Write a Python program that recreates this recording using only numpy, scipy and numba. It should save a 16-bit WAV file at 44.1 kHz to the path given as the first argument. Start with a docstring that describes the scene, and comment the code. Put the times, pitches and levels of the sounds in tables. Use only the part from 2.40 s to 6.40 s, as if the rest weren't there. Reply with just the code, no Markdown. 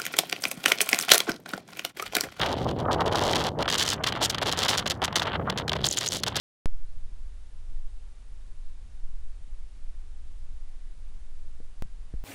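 """Tent fabric flaps in a night gale. Each flap is a dull thump plus a burst of tiny snaps that travel
through the sheet as falling chirps. Taut creases crack or zip, the slack cloth crinkles, and the weave
hisses on sharp snaps. Eddies buffet the microphone, hardest in the first second, over a low wind
rumble, and a fast limiter holds the peaks down."""
import sys
import numpy as np
from scipy import signal
from scipy.fft import rfft, irfft, next_fast_len
from scipy.io import wavfile
from scipy.ndimage import uniform_filter1d, minimum_filter1d
from numba import njit

SR = 44100
rng = np.random.default_rng(int(sys.argv[2]) if len(sys.argv) > 2 else 0)


def generate_wav(sig):
    """Save sig (samples, or channels by samples) to the path in sys.argv[1] as 16-bit PCM at SR."""
    pcm = np.round(np.clip(np.atleast_2d(sig).T, -1, 1) * 32767).astype(np.int16)
    wavfile.write(sys.argv[1], SR, pcm)


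N = 176400
SNAP_SPREAD, SNAP_ORDER = 0.4, 3.76  # pitch spread in natural-log units; higher order = narrower band


def flaps(snap_trim_db=2.5, thump_trim_db=-2.5):
    """Every flap fires a run of snaps and thumps the air."""
    # flaps of the sheet: t/s, length/s, snap level/dB, snap f/Hz, thump level/dB
    hits = [(0.01, 0.028, -26, 1700, -29), (0.041, 0.1, -38, 1970, -27.5), (0.166, 0.081, -45, 2130, -36),
            (0.279, 0.038, -42.5, 1900, -30), (0.386, 0.024, -42.5, 2050, -30.5),
            (0.509, 0.04, -34, 1900, -30), (0.601, 0.018, -30, 1690, -31), (0.658, 0.026, -34.5, 1950, -25),
            (0.713, 0.024, -34, 1730, -31), (0.747, 0.048, -32, 2240, -34), (0.804, 0.12, -33.5, 2300, -26),
            (0.948, 0.021, -25.5, 2100, -24), (0.978, 0.049, -34.5, 2260, -31),
            (1.038, 0.051, -33, 1950, -28), (1.188, 0.039, -35.5, 1670, -23.5),
            (1.312, 0.047, -27.5, 2570, -33.5), (1.377, 0.059, -26.5, 3000, -50),
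            (1.448, 0.093, -30.5, 3000, -52), (1.636, 0.01, -24, 2240, -39),
            (1.664, 0.025, -25.5, 2400, -49), (1.744, 0.037, -33.5, 1470, -49),
            (1.806, 0.031, -29.5, 2070, -25.5), (1.826, 0.034, -25, 3400, -37),
            (1.896, 0.013, -27, 2920, -54), (2.015, 0.015, -26, 2410, -26), (2.055, 0.044, -30, 2280, -28),
            (2.124, 0.01, -26.5, 2400, -30), (2.172, 0.094, -28.5, 2230, -32.5),
            (2.281, 0.032, -22, 3220, -28), (2.32, 0.039, -28, 2070, -35), (2.372, 0.028, -28, 2670, -38),
            (2.457, 0.011, -27, 2000, -26.5), (2.498, 0.023, -27.5, 2700, -36),
            (2.616, 0.018, -27.5, 1300, -25), (2.637, 0.017, -25.5, 2950, -53),
            (2.756, 0.011, -10.5, 2670, -20), (2.817, 0.013, -25.5, 2110, -46),
            (2.868, 0.011, -27.5, 1220, -44), (3.173, 0.026, -32, 1960, -48),
            (3.316, 0.0046, -26, 1680, -23.5), (3.351, 0.017, -32.5, 1670, -30.5),
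            (3.438, 0.012, -31, 1980, -30.5), (3.456, 0.017, -28.5, 3870, -36),
            (3.57, 0.016, -29, 3970, -38.5), (3.609, 0.039, -33, 2450, -38.5),
            (3.66, 0.012, -30, 3460, -49), (3.718, 0.053, -33, 3460, -38), (3.864, 0.02, -28, 2710, -29.5),
            (3.956, 0.018, -27, 2500, -32)]
    # thump spectrum of the slack sheet: f/Hz, level/dB
    thump_eq = [(60, -25), (150, -9), (330, -4), (800, -2), (1300, -10.5), (2100, -34), (8000, -77)]
    t = np.arange(N) / SR
    snaps, thump_env = np.zeros(N), np.zeros(N)
    for start, length, db, hz, thump_db in hits:
        snaps += burst(start, length, db + snap_trim_db, hz, SNAP_SPREAD, SNAP_ORDER)
        span = slice(int(start * SR), int((start + 2 * length + .1) * SR))
        thump_env[span] += undb(thump_db + thump_trim_db) * flap_envelope(t[span] - start, length)
    return snaps + thump_env * steady(colour(rng.standard_normal(N), thump_eq), window=600)


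def flap_envelope(age, length, attack_s=0.0032, release_s=0.0026, tail_db=-18, tail_s=0.017):
    """Quick attack, hold, quick release and a faint tail."""
    after = np.maximum(age - length, 0)
    tail = undb(tail_db)
    decay = (1 - tail) * np.exp(-after / release_s) + tail * np.exp(-after / tail_s)
    return np.clip(age / attack_s, 0, 1) * decay


def burst(start, length, db, hz, spread, order, per_s=1100):
    """A shuddering run of grains, with the energy of rms level db held for its length."""
    age, gains, pitch = scatter(per_s, scatter_db=5.5, spread=spread, count=204)
    gains = gains * flap_envelope(age, length) * shudder(len(age), per_s)
    gains = gains * undb(db) * np.sqrt(length * SR / np.sum(gains ** 2))
    return grains(start + age, hz * pitch, gains, order)


def shudder(count, grains_per_s, flutter_hz=111.8, depth_db=4.5):
    """The cloth tightens and slackens in uneven cycles, so snaps come in clusters."""
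    cycles = np.cumsum(rng.exponential(size=count)) * flutter_hz / grains_per_s
    return undb(depth_db * np.sin(2 * np.pi * cycles))


def cracks(count=12, length_s=.0062, trim_db=-2.5):
    """A taut crease lets go all at once: a dozen snaps within a few milliseconds."""
    # single cracks: t/s, level/dB, f/Hz
    hits = [(.062, -23, 2000), (.289, -29.5, 1810), (0.583, -37, 1410), (0.933, -17, 1860),
            (1.226, -22, 2250), (1.257, -23, 1300), (1.279, -17.5, 1680), (1.288, -21.5, 2400),
            (1.301, -19.5, 3040), (1.723, -21.5, 1920), (1.946, -22, 1950), (1.982, -23, 2190),
            (2.116, -25, 2600), (2.476, -24, 3020), (2.679, -23, 1510), (2.727, -29.5, 2000),
            (2.796, -23, 2300), (2.853, -25, 1260), (2.896, -37, 1540), (2.953, -23.5, 1200),
            (2.996, -24.5, 650), (3.1, -20.5, 2440), (3.185, -27, 2300), (3.28, -22.5, 2330),
            (3.294, -26.5, 2730), (3.333, -20, 1760), (3.835, -19, 3100)]
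    out = np.zeros(N)
    for time, db, hz in hits:
        age, gains, pitch = scatter(count / length_s, scatter_db=0.67, spread=SNAP_SPREAD, count=count)
        crack = grains(time + age, hz * pitch, gains * np.exp(-age / length_s), order=5.35)
        out += crack * undb(db + trim_db) * np.sqrt(length_s * SR / np.sum(crack ** 2))
    return out


def sheet_chirp(snaps):
    """High bending waves cross the sheet first, smearing each snap into a falling chirp."""
    return colour(snaps, [(20, 0), (20000, 0)], lag_s=.0026)


def zips(width_s=0.00067, fall_oct_per_s=79, rough_hz=450, trim_db=0.5):
    """A taut crease flicks over and rings roughly for a few cycles while its pitch drops."""
    # zips at their peak: t/s, level/dB, f/Hz
    hits = [(2.798, -16, 3910), (3.296, -14.5, 3400), (3.443, -10, 3790), (3.447, -15, 4400),
            (3.488, -15, 6680), (3.513, -16.5, 6550), (3.587, -14, 6850), (3.678, -17.5, 6300),
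            (3.688, -16.5, 6100)]
    out, offsets = np.zeros(N), np.arange(-256, 256)
    age = offsets / SR
    for time, db, hz in hits:
        wander = np.cumsum(rng.standard_normal(len(age))) * np.sqrt(2 * np.pi * rough_hz / SR)
        sweep = 2 * np.pi * np.cumsum(hz * 2 ** (-fall_oct_per_s * age)) / SR
        ring = np.sin(sweep + uniform_filter1d(wander, size=8))
        envelope = np.hanning(len(age)) / np.cosh(age / width_s)
        out[int(time * SR) + offsets] += undb(db + trim_db) * ring * envelope
    return out


def crinkle(folds_per_s=1500, swishes_per_s=110, swish_db=6, swish_pitch=0.13):
    """Small creases fold in the slack sheet, in swishes that get louder and brighter together."""
    # soft crinkling between flaps: t/s, level/dB, f/Hz
    ride = [(0, -25.5, 1350), (.15, -43, 1770), (.36, -51.5, 1900), (.47, -41.5, 725), (.9, -37.5, 1500),
            (1.085, -37, 1280), (1.105, -43.5, 390), (1.28, -38.5, 1190), (1.56, -36, 1910),
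            (1.6, -37.5, 800), (1.66, -39.5, 1570), (2.38, -37, 1620), (2.56, -45, 900), (2.95, -30, 1470),
            (3.0, -43, 930), (3.21, -37.5, 1420), (3.25, -43, 710), (3.34, -44, 1350), (3.5, -34, 3520),
            (3.79, -44.5, 3300), (3.91, -41.5, 1470), (4, -32, 2300)]
    times, gains, pitch = scatter(folds_per_s, scatter_db=3.0, spread=.4, count=6120)
    times = times + 4 * rng.standard_normal(len(times)) / folds_per_s
    swish_points = np.clip(rng.standard_normal(len(times)), -2, 2)
    swish = np.interp(times * swishes_per_s, np.arange(len(times)), swish_points)
    hz = curve(ride, times, column=2) * pitch * np.exp(swish_pitch * swish)
    folds = grains(times, hz, gains * undb(swish_db * swish), order=12)
    return steady(folds, window=2400) * undb(curve(ride, np.arange(N) / SR))


def weave_rub(fabric, above_hz=5750):
    """The weave rubs on every sharp snap: a hiss keyed by the fabric's top end."""
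    # hiss spectrum: f/Hz, level/dB
    hiss_eq = [(1500, -51), (4000, 5.5), (7000, 6), (10000, -2), (16000, -18)]
    treble = signal.sosfilt(signal.butter(8, above_hz, "high", fs=SR, output="sos"), fabric)
    hiss = colour(rng.standard_normal(N), hiss_eq)
    return loudness(treble, window=70) * hiss / np.sqrt(np.mean(hiss ** 2))


def buffet(trim_db=-2):
    """Eddies thud on the microphone; the fastest gusts rush across it, mostly at a higher pitch."""
    # strength of the eddies: t/s, level/dB
    ride = [(0, -45), (.17, -30.5), (.38, -30.5), (.53, -26.5), (.95, -27), (1.12, -36), (1.27, -35.5),
            (1.5, -36.5), (2.7, -41), (3.0, -34.5), (3.42, -36), (3.6, -41)]
    # eddy pitch, higher in faster air: t/s, f/Hz
    eddy_pitch = [(0, 436), (.3, 274), (.5, 490), (.95, 468), (1.13, 386), (4, 330)]
    # rushing gusts: t/s, length/s, level/dB, f/Hz
    gusts = [(0.255, 0.014, -25.5, 684), (0.446, 0.022, -26.5, 820), (0.479, 0.035, -24.5, 945),
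             (0.592, 0.031, -24.5, 1040), (0.739, 0.018, -22, 1030), (1.17, 0.022, -29.5, 292),
             (3.071, 0.024, -27, 1150)]
    times, gains, pitch = scatter(per_s=900, scatter_db=9.5, spread=0.056, count=4800)
    eddies = grains(times, curve(eddy_pitch, times) * pitch, gains, SNAP_ORDER, reach=256)
    thuds = steady(eddies, window=1400) * undb(curve(ride, np.arange(N) / SR) + trim_db)
    return thuds + sum(burst(*gust, spread=0.086, order=14) for gust in gusts)


def rumble(trim_db=0.23):
    """Slow pressure swings of the wind lay a low bed under the tent."""
    # rumble spectrum: f/Hz, level/dB
    rumble_eq = [(15, -40), (30, -11), (45, -11), (62, -2), (95, 2), (170, -2), (240, -10.5), (400, -32),
                 (1200, -37), (16000, -71.5)]
    # swell of the wind: t/s, level/dB
    ride = [(0, -34.5), (.14, -39), (.24, -30), (.36, -32.5), (.9, -35), (1.15, -37), (1.35, -42),
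            (1.6, -39), (2.88, -39.5), (3.0, -32.5), (3.17, -37.5), (3.46, -33.5), (3.53, -48.5),
            (4, -36.5)]
    air = steady(colour(rng.standard_normal(N), rumble_eq), window=2400)
    return air * undb(curve(ride, np.arange(N) / SR) + trim_db)


def grains(times, hz, gains, order, reach=192, ring_hz=2590):
    """Sum of wavelets, reach samples each side; above ring_hz they ring for more and more cycles."""
    index = (times * SR).astype(int)[:, None] + np.arange(-reach, reach)
    hz = np.minimum(hz, SR / 4)[:, None]
    ringing = order / 2 * (1 + (hz / ring_hz) ** 2)
    scaled_age = 2 * np.pi * hz * (index / SR - times[:, None]) / ringing
    envelope = (1 + scaled_age ** 2) ** (-(ringing + 1) / 2)
    phase = (ringing + 1) * np.arctan(scaled_age) + rng.uniform(0, 2 * np.pi, (len(times), 1))
    wave = envelope * np.cos(phase) * np.hanning(2 * reach)
    wave = wave * (gains / np.sqrt((wave ** 2).sum(1) + 1e-18))[:, None]
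    inside = (index >= 0) & (index < N)
    return np.bincount(index[inside], wave[inside], N)


def scatter(per_s, scatter_db, spread, count, group=6):
    """Uneven grain times, gains and pitch ratios; each group spans the whole pitch range."""
    times = (np.arange(count) + rng.random(count)) / per_s
    slots = rng.random((count // group, group)).argsort(axis=1).ravel()
    share = (slots + rng.random(count)) / group
    log_pitch = np.arcsin(2 * share - 1) * np.sqrt(2)
    gains = undb(scatter_db * np.clip(rng.standard_normal(count), -2, 2))
    return times, gains, np.exp(spread * log_pitch)


def colour(x, points, lag_s=0):
    """EQ through (f/Hz, level/dB) points; lag_s scales bending-wave dispersion, delaying the lows."""
    size = next_fast_len(N + 8192)
    hz, points = np.arange(size // 2 + 1) * SR / size + 1e-6, np.array(points)
    gain = undb(np.interp(np.log(hz), np.log(points[:, 0]), points[:, 1]))
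    phase = 2 * np.pi * lag_s * (2 * np.sqrt(3000 * (hz + 500)) - hz)
    return irfft(rfft(x, size) * gain * np.exp(-1j * phase), size)[:N]


def loudness(x, window):
    """Running rms, smoothed twice over window samples."""
    return np.sqrt(np.abs(uniform_filter1d(uniform_filter1d(x ** 2, window), window)) + 1e-12)


def steady(x, window):
    """Even out the loudness, leaving the quick grain."""
    return x / loudness(x, window)


def curve(rows, t, column=1):
    """One column of a time table, joined by straight lines."""
    rows = np.array(rows)
    return np.interp(t, rows[:, 0], rows[:, column])


def undb(db):
    """Decibels to gain."""
    return 10 ** (np.asarray(db) / 20)


@njit
def peak_follow(x, release):
    """Jump to each peak, then decay by the factor release per sample."""
    out, held = np.empty(len(x)), 0.
    for i in range(len(x)):
        held = max(x[i], held * release)
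        out[i] = held
    return out


def limiter(x, ceiling_db=-12, release_s=0.0043):
    """Duck each peak, with the gain smoothed over about a millisecond."""
    peak = peak_follow(np.abs(x), np.exp(-1 / (release_s * SR)))
    gain = np.minimum(1, undb(ceiling_db) / (peak + 1e-9))
    return x * uniform_filter1d(minimum_filter1d(gain, size=45), size=45)


def scene():
    """The tent fabric up front, with wind on the microphone underneath, in mono."""
    fabric = sheet_chirp(flaps() + cracks()) + crinkle()
    return (fabric + weave_rub(fabric) + zips() + buffet() + rumble())[None]


def record(dry):
    """Microphone colour, a fast limiter and a steep top cut."""
    # microphone response, notched below its presence peak: f/Hz, level/dB
    mic_eq = [(1000, 0), (1500, -2.5), (2000, -5), (2500, -8.5), (2800, -3), (3100, 2), (3900, 0),
              (5200, -0.5), (6600, 0.5), (8500, 1), (14500, 8)]
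    top_cut = signal.ellip(10, .2, 80, 16100, fs=SR, output="sos")
    return signal.sosfilt(top_cut, limiter(colour(dry[0], mic_eq)))[None]


dry = scene()
out = record(dry)
generate_wav(out)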